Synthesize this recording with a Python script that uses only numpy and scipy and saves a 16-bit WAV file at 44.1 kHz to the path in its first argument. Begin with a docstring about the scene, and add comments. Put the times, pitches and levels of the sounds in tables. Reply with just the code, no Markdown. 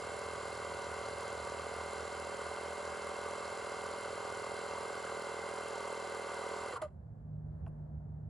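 """A small piston air pump in a plastic case runs on concrete close to a phone, while a car idles nearby.
Strokes, gear teeth and motor poles hum through the case; noisy knocks, valve puffs and reed snaps join in.
After 6.7 s the pump is switched off, coasts with short gear squeals and kicks back once as a level jump. The
car's drone, slowly wavering tones over filtered noise, is then heard louder and throbs. Near 7.7 s a button
gives small plastic ticks, made of noise bursts in narrow bands."""
import sys
import numpy as np
from scipy import signal
from scipy.fft import rfft, irfft, next_fast_len
from scipy.io import wavfile
from scipy.ndimage import uniform_filter1d

SR = 44100
rng = np.random.default_rng(int(sys.argv[2]) if len(sys.argv) > 2 else 0)


def log_audio(samples):
    """Write samples as a 16-bit WAV file to the path given in sys.argv[1]."""
    # one column per channel
    frames = np.atleast_2d(samples).T
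    # limit to full scale, then quantise
    limited = np.clip(frames, -1, 1)
    pcm = np.round(limited * 32767).astype(np.int16)
    wavfile.write(sys.argv[1], SR, pcm)


N = 365588
T = np.arange(N) / SR  # time, s
SIZE = next_fast_len(N + 8192)  # transform length, with room for echoes to die
F = np.arange(SIZE // 2 + 1) * SR / SIZE  # frequencies, Hz
OFF_S = 6.7  # power cut, s


def undb(db):
    """Turn dB into an amplitude factor."""
    return np.exp(np.asarray(db) * float(np.log(10) / 20))


def level(x, db):
    """Scale a sound so its average (RMS) level is db."""
    return x * undb(db) / np.sqrt(np.mean(x ** 2))


def curves(rows):
    """Join the rows of a time table with straight lines, one curve per column after the seconds."""
    seconds, *columns = np.transpose(rows)
    return [np.interp(T, seconds, column) for column in columns]


def over_hz(points):
    """Join (Hz, value) points with straight lines over log frequency."""
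    hz, value = np.transpose(points)
    return np.interp(np.log(F + 1), np.log(hz + 1), value)


def colour(x, gain):
    """Filter a sound by a gain for each frequency."""
    return irfft(rfft(x, SIZE) * gain, SIZE)[..., :N]


def band(x, low_hz, high_hz, order):
    """Keep only the band between two frequencies."""
    sos = signal.butter(order, [low_hz, high_hz], "band", fs=SR, output="sos")
    return signal.sosfilt(sos, x)


def walk(rate):
    """Random levels every 1 / rate s, joined smoothly; spread near 1."""
    step = int(SR / rate)
    coarse = np.arange(0, N / step + 1, 1 / 16)
    levels = rng.standard_normal(N // step + 2)
    smooth = uniform_filter1d(np.interp(coarse, np.arange(N // step + 2), levels), size=16)
    return np.interp(T, coarse * step / SR, 1.32 * smooth).astype(np.float32)


def bump(turn, at, width):
    """A smooth swell once a turn; place and width are shares of a turn."""
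    return np.exp((np.cos(2 * np.pi * (turn - at)) - 1) / (2 * np.pi * width) ** 2)


# Resonances of the plastic case. Each row: centre in Hz, width in Hz, relative level in dB.
CASE_RESONANCES = [(467, 104, -5), (584, 130, -12), (768, 66, -3), (978, 140, -3), (1166, 155, -3),
                   (1434, 100, -6.5), (2030, 234, -15), (2713, 126, -22.5), (3114, 360, -28.5),
                   (4036, 190, -28.5), (4380, 150, -26.5), (4850, 160, -31), (7266, 390, -25),
                   (7900, 86, -26), (9240, 360, -32.5)]
# How strongly the case answers between them. Each row: frequency in Hz, relative level in dB.
CASE_BASE = [(40, -61.5), (150, -27.5), (300, -18), (600, -7), (1200, -15), (1550, -10.5), (1780, -21.5),
             (2400, -31.5), (3600, -35.5), (6300, -36), (8500, -34), (10400, -39.5), (12600, -68.5),
             (15500, -56.5)]


def case_response():
    """The plastic case answers a blow with resonances over a broad base, never before the blow."""
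    power = undb(over_hz(CASE_BASE)) ** 2
    for hz, width_hz, db in CASE_RESONANCES:
        power = power + undb(db) ** 2 / (1 + ((F - hz) / (width_hz / 2)) ** 2) ** 2
    # Folding the cepstrum gives the response that starts as early as possible (minimum phase).
    cepstrum = irfft(np.log(power) / 2, SIZE)
    cepstrum[1:SIZE // 2] *= 2
    cepstrum[SIZE // 2 + 1:] = 0
    return np.exp(rfft(cepstrum))


GEAR_RATIO = 50 / 11  # motor turns per crank turn
# Tones of the piston stroke. Each row: multiple of crank speed, relative level in dB.
STROKE_TONES = [(1, -30), (2, -12.5), (3, -15), (4, -15.5), (5, -10.5), (6, -14.5), (7, -19), (8, -15),
                (9, -6), (10, 0), (11, -.5), (12, -11), (13, -2.5), (14, .5), (15, -11), (16, -10),
                (17, -7), (18, -12), (19, -9), (20, -13), (21, -14), (22, -10), (23, -6), (24, -9),
                (25, -11), (26, -9), (27, -16), (28, -11), (29, -10), (30, -17), (31, -17), (32, -18),
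                (33, -11), (34, -14), (35, -9), (36, -11), (37, -12), (38, -12), (39, -15)]
# Motor unbalance and poles, shifted by the uneven load of the crank.
# Each row: multiple of motor speed, crank turns added per crank turn, relative level in dB.
MOTOR_TONES = [(1, 0, -29), (1, 1, -27), (1, 2, -23), (1, 3, -23), (1, 4, -19), (1, 5, -17), (1, 6, -14),
               (1, 14, -14), (1, 15, -15), (3, -2, -16), (3, -1, -10), (3, 0, 0), (3, 1, -16), (3, 2, -12),
               (3, 9, -14), (3, 10, -13), (3, 12, -15), (3, 13, -14), (3, 14, -13), (3, 15, -14),
               (-1, 17, -18), (-1, 18, -16), (-1, 22, -17), (-1, 27, -16), (-3, 38, -15), (-3, 49, -16),
               (-3, 50, -13), (-3, 51, -17)]
# Gear teeth meeting, with side tones. Each row: multiple of crank speed, relative level in dB.
MESH_TONES = [(43, -24), (46, -23), (47, -18), (48, -16), (49, -18), (50, -15), (51, -2.5), (53, -17),
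              (55, -26), (57, -26)]


def tones(turn):
    """Steady partials of stroke, motor and gear mesh, with small random flutter."""
    flutter_db, valve_turn, phase_spread = .8, .96, -.054
    turn = (turn % 11).astype(np.float32)  # crank and motor meet again after 11 turns
    flutters = [flutter_db * walk(12) for _ in range(9)]
    slips = [.005 * walk(17) for _ in range(7)]  # radians per multiple
    # Partials away from the thump reach the air by unlike paths (radians).
    unlike = np.clip((np.abs(np.arange(64) - 11) - 3) / 4, 0, 1.5)
    offsets = (unlike * rng.standard_normal(64)).tolist()
    shakes = {k: .4 * walk(8) for k in (1, 3)}

    stroke = 0
    for k, db in STROKE_TONES:
        phase = 2 * np.pi * k * (turn - valve_turn) + k * slips[k % 7]
        phase = phase - phase_spread * (k - 11) ** 2 + offsets[k]
        stroke = stroke + undb(db + flutters[k % 9]) * np.cos(phase)

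    motor = 0
    for k, added, db in MOTOR_TONES:
        phase = 2 * np.pi * (k * GEAR_RATIO + added) * turn + shakes[abs(k)]
        phase = phase - phase_spread * added ** 2 + offsets[added + 9]
        motor = motor + undb(db) * np.cos(phase)

    play = .14 * walk(60)  # backlash shakes all teeth alike
    mesh = sum(undb(db) * np.cos(2 * np.pi * k * (turn - .43) + play) for k, db in MESH_TONES)
    return stroke + motor + undb(-2.0 + flutter_db * walk(40)) * mesh


# Spots of the crank turn where parts knock. Each row: place as a share of a turn, strength.
KNOCK_SPOTS = [(.03, .5), (.21, .3), (.33, .4), (.47, .25), (.56, .35), (.66, .9), (.81, .8), (.93, .7)]
WORN, WORN_WOBBLE = .55, .6  # strength of repeating knocks; depth of the motor's push


def rattle(turn):
    """Teeth and loose parts knock densely (first); worn spots repeat each turn, pushed by the motor (second)."""
    worn = np.interp(turn, np.arange(768) / 768, rng.standard_normal(768), period=1)
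    push = 1 + WORN_WOBBLE * sum(np.cos(2 * np.pi * k * GEAR_RATIO * turn) for k in (1, 3))
    # About 800 random knocks a second.
    knocks = 2.2 * (rng.random(N) < 800 / SR) * rng.standard_normal(N)
    spots = sum(strength * bump(turn, at, .015) for at, strength in KNOCK_SPOTS)
    load = 1 + spots * undb(1.5 * walk(150))
    return load * (rng.standard_normal(N) + knocks), load * WORN * worn * push


# Short hits, each on its own part of the case, most of the high ones first.
# Each row: place as a share of a turn, ring in Hz, width in Hz, level in dB against the pump's level.
STRIKES = [(.52, 1490, 260, -20), (0.629, 990, 176, -15.5), (.66, 1188, 212, -13.5), (.86, 771, 263, -15.5),
           (.02, 1110, 250, -14), (.35, 1489, 254, -18.5), (.66, 2948, 824, -29.5)]
STRIKE_TURNS, STRIKE_SCATTER_DB = .045, 3  # length of a hit in turns; spread of its strength


def strikes(turn):
    """Short scraping hits, once a turn each, ring single parts of the case."""
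    out = np.zeros(N)
    for at, hz, width_hz, db in STRIKES:
        strength = undb(STRIKE_SCATTER_DB * walk(41))
        hit = bump(turn, at, STRIKE_TURNS) * strength * rng.standard_normal(N)
        out += level(band(hit, hz - width_hz / 2, hz + width_hz / 2, 2), db)
    return out


def valves(turn):
    """Air hisses past the piston and puffs as the valve opens; the puff lies in the highest treble."""
    puff = 2.3 * bump(turn, .97, .06) * undb(2.5 * walk(41)) + .6 * bump(turn, .72, .04)
    top = 1 / (1 + (8400 / (F + 1)) ** 16)
    return rng.standard_normal(N) + colour(puff * rng.standard_normal(N), top)


SNAP_AT, SNAP_HZ, SNAP_WIDTH_HZ = .9, 5500, 3400  # share of a turn; ring and its width
SNAP_SCATTER_DB, SNAP_S = 3.5, 0.0059  # spread of strength; decay time constant


def snaps(turn):
    """The valve reed snaps once a turn, each time with its own strength and a little early or late."""
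    chance = rng.standard_normal((int(turn[-1]) + 2, 2))
    late = .015 * chance[turn.astype(int), 0]
    since_s = (turn - SNAP_AT - late) % 1 / SPEED[0][1]  # at the starting speed
    strength = np.tanh(chance[(turn - SNAP_AT + 1).astype(int), 1])
    tick = undb(SNAP_SCATTER_DB * strength) * np.exp(-since_s / SNAP_S)
    ring = 1 / (1 + ((F - SNAP_HZ) / (SNAP_WIDTH_HZ / 2)) ** 4)
    return colour(tick * rng.standard_normal(N), ring)


# Crank speed while powered. Each row: time in seconds, speed in turns per second (Hz).
SPEED = [(0.0, 41.78), (0.15, 41.8), (0.3, 41.62), (0.45, 41.29), (0.6, 41.48), (0.74, 41.11),
         (0.89, 41.03), (1.04, 41.29), (1.19, 41.45), (1.34, 41.2), (1.49, 41.15), (1.64, 41.5),
         (1.79, 41.32), (1.94, 41.28), (2.08, 41.6), (2.23, 41.27), (2.38, 41.05), (2.53, 41.3),
         (2.68, 41.5), (2.83, 41.5), (2.98, 41.43), (3.13, 41.57), (3.28, 41.45), (3.42, 41.65),
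         (3.57, 41.52), (3.72, 41.29), (3.87, 41.49), (4.02, 41.26), (4.17, 41.31), (4.32, 41.42),
         (4.47, 41.16), (4.62, 41.44), (4.76, 41.17), (4.91, 41.48), (5.06, 41.11), (5.21, 41.04),
         (5.36, 40.94), (5.51, 41.27), (5.66, 41.11), (5.81, 40.83), (5.96, 41.06), (6.1, 40.89),
         (6.25, 40.88), (6.4, 40.71), (6.55, 41.02), (6.7, 41.02)]
# Last stroke, stall and kick-back.
# Each row: time in seconds, level change in dB against running, treble change in dB against running.
STOP = [(6.6, 0, 2), (6.735, -1, 2), (6.775, 0.5, -4), (6.79, -6, -19), (6.812, -8, -19), (6.82, 3.5, 0),
        (6.83, 0.5, -4), (6.845, -5.5, -4), (6.865, -14.5, -8), (6.89, -22.5, -11), (6.95, -47.5, 5)]
COAST_S, START_TURN = .09, .947  # time to lose half the speed; crank angle at start, share of a turn
RUN_DB, LOAD_DB_PER_S = -44.5, 0.1462  # reference level; the pump grows louder as the tyre fills
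TREBLE_DB, DULLING_DB_PER_S = -11.5, 0.13  # treble against level; it hardly grows along


def pump():
    """Moving parts heard through the case, and the faces of the case that each port hears alone."""
    (powered,), (stop_db, stop_treble_db) = curves(SPEED), curves(STOP)
    speed = powered / (1 + (np.clip(T - OFF_S, 0, None) / COAST_S) ** 2)
    db = RUN_DB + LOAD_DB_PER_S * T + stop_db
    treble_db = TREBLE_DB - DULLING_DB_PER_S * T + stop_treble_db
    turn = START_TURN + np.cumsum(speed) / SR + .0015 * walk(9)

    case = case_response()
    low = 1 / (1 + (F / 2300) ** 8)
    high = 1 / (1 + (F / 6200) ** 8)
    knock, worn = rattle(turn)
    body = level(colour(knock, case * low), -4.0)
    body = body + np.clip(speed / powered, 0, 1) * strikes(turn)

    clatter = level(colour(knock + worn, case * (1 - low) * high), -1.37)
    clatter += level(colour(valves(turn), case * (1 - high)), -2.75)
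    clatter += (T < OFF_S) * level(snaps(turn), -11)

    # Steady partials die as the crank slows.
    partials = np.clip((speed - 31) / 8, 0, 1) * level(tones(turn), 0.22)
    faces = level(colour(rng.permutation(knock), case * np.clip(F / 900, .2, 2.5)), -14)
    return undb(db) * (body + partials + undb(treble_db) * clatter), undb(db) * faces


# Main engine tones. Each row: time in seconds, then the pitch of three tones in Hz.
DRONE_HZ = [(0, 78.1, 107, 157.5), (6.7, 77.8, 105.7, 155.5), (7.2, 74.5, 105, 152.5),
            (8.29, 74.5, 104.5, 151.2)]
# Their slow drift before swell and flutter. Each row: time in seconds, then three levels in dB.
DRONE_DB = [(0, -61, -60, -86), (.4, -61.5, -64, -68), (1.1, -60.5, -61, -70), (1.8, -57, -67, -71),
            (2.398, -61, -78, -77), (3.201, -64, -75, -85), (4.301, -83, -63, -76), (5.401, -78, -81, -70),
            (6.2, -94, -82, -91), (6.7, -74, -77.5, -81), (7.1, -75, -69.5, -70), (7.35, -73.5, -62, -60.5),
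            (7.601, -72.5, -71, -63.5), (8.29, -66, -66, -61.5)]
# Weaker engine tones. Each row: pitch in Hz, level in dB against the highest main tone.
OVERTONES = [(182, -26), (230, -19), (610, -27.5), (750, -34)]
# Engine rumble over time. Each row: time in seconds, level in dB before the ports shade it.
RUMBLE_DB = [(0, -65), (5, -70), (6.2, -87), (6.75, -58), (6.95, -50), (7.3, -51.5), (7.6, -47),
             (8.29, -50.5)]
# Tone colour of the rumble. Each row: frequency in Hz, relative level in dB per Hz.
RUMBLE_COLOUR = [(30, -31), (50, -11), (65, -3), (100, -5), (200, -14), (300, -26.5), (700, -29),
                 (1140, -43.5), (1700, -48.5), (2700, -71), (11000, -82), (14500, -97)]
# How the ports hear the car. Each row: frequency in Hz, left minus right in dB.
CAR_PORT_DB = [(60, -3.3), (110, -3.6), (150, -.6), (220, -1), (320, 2.5), (500, .3), (900, -1.5),
               (1500, .7)]
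CAR_LATE_S = np.array([[.02], [.0204]])  # delay of the car's sound at the left and right port, s
SWELL_DB, SWELL_S = 15.5, 0.12  # rise of the drone after the power cut, and its time constant
# Uneven idle, heard with the swell: rate, time of a peak, depth 0-1 per tone.
THROB_HZ, THROB_PEAK_S, THROB = 6.3, 7.80, (0.51, 0.34, 0.075)


def car():
    """Wavering tones of an idling engine over its rumble; the bass is nearly alike on both ports."""
    swell = 1 - np.exp(-np.clip(T - OFF_S, 0, None) / SWELL_S)
    beat = swell * np.cos(2 * np.pi * THROB_HZ * (T - THROB_PEAK_S))
    gains = [undb(db + SWELL_DB * swell) * (1 + depth * beat)
             for db, depth in zip(curves(DRONE_DB), THROB)]

    drone = np.zeros(N)
    for hz, gain, waver in zip(curves(DRONE_HZ), gains, (.5, .5, .2)):
        flutter = undb(0.55 * walk(9.2))
        drone += gain * flutter * np.sin(2 * np.pi * np.cumsum(hz) / SR + waver * walk(6.8))
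    for hz, db in OVERTONES:
        gain = gains[2] * undb(db + 0.9 * walk(8.9))
        drone += gain * np.sin(2 * np.pi * hz * T + hz / 500 * walk(14))

    shape = undb(over_hz(RUMBLE_COLOUR))
    apart = np.clip(F / 900, .1, 1)  # the ports differ more towards the treble
    mid = colour(rng.standard_normal(N), shape)
    side = colour(rng.standard_normal(N), shape * apart)
    rumble = level(np.array([mid + side, mid - side]), 0) * undb(curves(RUMBLE_DB)[0])

    tilt = undb(over_hz(CAR_PORT_DB) / 2)
    delay = np.exp(-2j * np.pi * F * CAR_LATE_S)
    return colour(np.sqrt(2) * drone + rumble, np.array([tilt, 1 / tilt]) * delay)


# Gear squeals while coasting and kicking back. Each row: start in seconds, length in seconds,
# first pitch in Hz, last pitch in Hz, level in dB before a 0.5 dB lift, second partial in dB against the first.
SQUEALS = [(6.72, .02, 1500, 1480, -52, -30), (6.724, .018, 1130, 1110, -50, -30),
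           (6.734, .03, 505, 455, -48, -30), (6.756, .034, 1170, 970, -44, -30),
           (6.76, .032, 1400, 1360, -48, -30), (6.793, .02, 970, 950, -55, -30),
           (6.819, .054, 640, 580, -36, -16), (6.822, .02, 870, 850, -50, -30),
           (6.82, .03, 350, 340, -55, -30)]


def squeals():
    """Slowing gears give short falling tones that swell, sag and die."""
    out = np.zeros(N)
    for start_s, length_s, from_hz, to_hz, db, second_db in SQUEALS:
        u = np.arange(int(length_s * SR)) / SR / length_s  # share of the squeal, 0-1
        phase = 2 * np.pi * np.cumsum(from_hz + (to_hz - from_hz) * u) / SR
        shape = np.minimum(u / .035, 1) * np.exp(-np.abs(u - .27) / .7) * np.minimum((1 - u) / .25, 1)
        wobble_db = 2.2 * np.interp(u * length_s * 150, np.arange(12), rng.standard_normal(12))
        tone = np.sin(phase) + undb(second_db) * np.sin(2 * phase)
        first = int(start_s * SR)
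        out[first:first + len(u)] += np.sqrt(2) * undb(db + 0.5) * undb(wobble_db) * shape * tone
    return out


# Resonances of the button cap. Each row: pitch in Hz, relative level in dB, time to fall 60 dB in seconds.
BUTTON_MODES = [(616, -4, 0.035), (784, 0.5, .03), (1050, -4, 0.04), (1390, -2.5, .035), (1750, -11, .03),
                (2570, -7, .014), (2900, -10, .014), (4300, -30, .02), (5300, -29, .06), (7000, -33, 0.054),
                (9800, -29.5, 0.06)]
# The ticks. Each row: start in seconds, base peak level in dB,
# brightness in dB per octave above the lowest resonance.
BUTTON_TICKS = [(7.663, -56.5, 1), (7.665, -46.5, -12), (7.677, -97, 14)]


def button():
    """Small plastic ticks: noise bursts in narrow resonances of the cap."""
    out, u = np.zeros(N), T[:SR // 10]
    for start_s, peak_db, bright_db in BUTTON_TICKS:
        first = int(start_s * SR)
        for hz, db, t60 in BUTTON_MODES:
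            burst = np.exp(-np.log(1000) * u / t60) * rng.standard_normal(len(u))
            tick = band(burst, .89 * hz, 1.12 * hz, 4)
            octaves = np.log2(hz / BUTTON_MODES[0][0])
            gain = undb(peak_db + db + bright_db * octaves) / np.abs(tick).max()
            out[first:first + len(u)] += gain * tick
    return out


# Timing between the ports. Each row: frequency in Hz, how far left leads right in radians.
PORT_LEAD = [(20, .4), (500, .4), (1290, .3), (1720, -.6), (1980, .2), (2930, .4), (4480, .45), (5170, 0),
             (6800, 0), (7240, -1), (8100, -1.8), (8700, -3.8), (9730, -6.1), (10300, -6.4), (10900, -7.5),
             (13000, -8.2)]
# Loudness between the ports. Each row: frequency in Hz, left minus right in dB.
PORT_DB = [(60, -3.3), (110, -3), (150, -1), (220, -2.4), (320, -4), (420, -6.8), (550, 0), (770, -3),
           (1100, -.8), (1500, 1), (2100, -2.3), (3400, 0)]


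def ports(x):
    """Two microphone ports shade and delay the close sound differently; the ground scatters a little into each."""
    tilt = undb(over_hz(PORT_DB) / 2) * np.exp(.5j * over_hz(PORT_LEAD))
    tail = rng.standard_normal((2, 3000)) * np.exp(-np.arange(3000) / SR / 0.036)
    scatter = rfft(tail / np.sqrt(np.sum(tail ** 2, axis=1, keepdims=True)), SIZE)
    return colour(x, np.array([tilt, 1 / tilt]) + undb(-20) * scatter)


def scene():
    """Pump, squeals and button close by, the car further off, and faint microphone hiss."""
    hiss = undb(-100) * rng.standard_normal((2, N))  # microphone self-noise
    close, faces = pump()
    opposite = np.array([[1], [-1]])  # left and right hear the faces with opposite sign
    return ports(close + squeals() + button()) + faces * opposite + car() + hiss


def record(dry):
    """The phone cuts the top sharply above 15.7 kHz."""
    return signal.sosfilt(signal.ellip(10, .2, 70, 15700, fs=SR, output="sos"), dry)


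dry = scene()
out = record(dry)
log_audio(out)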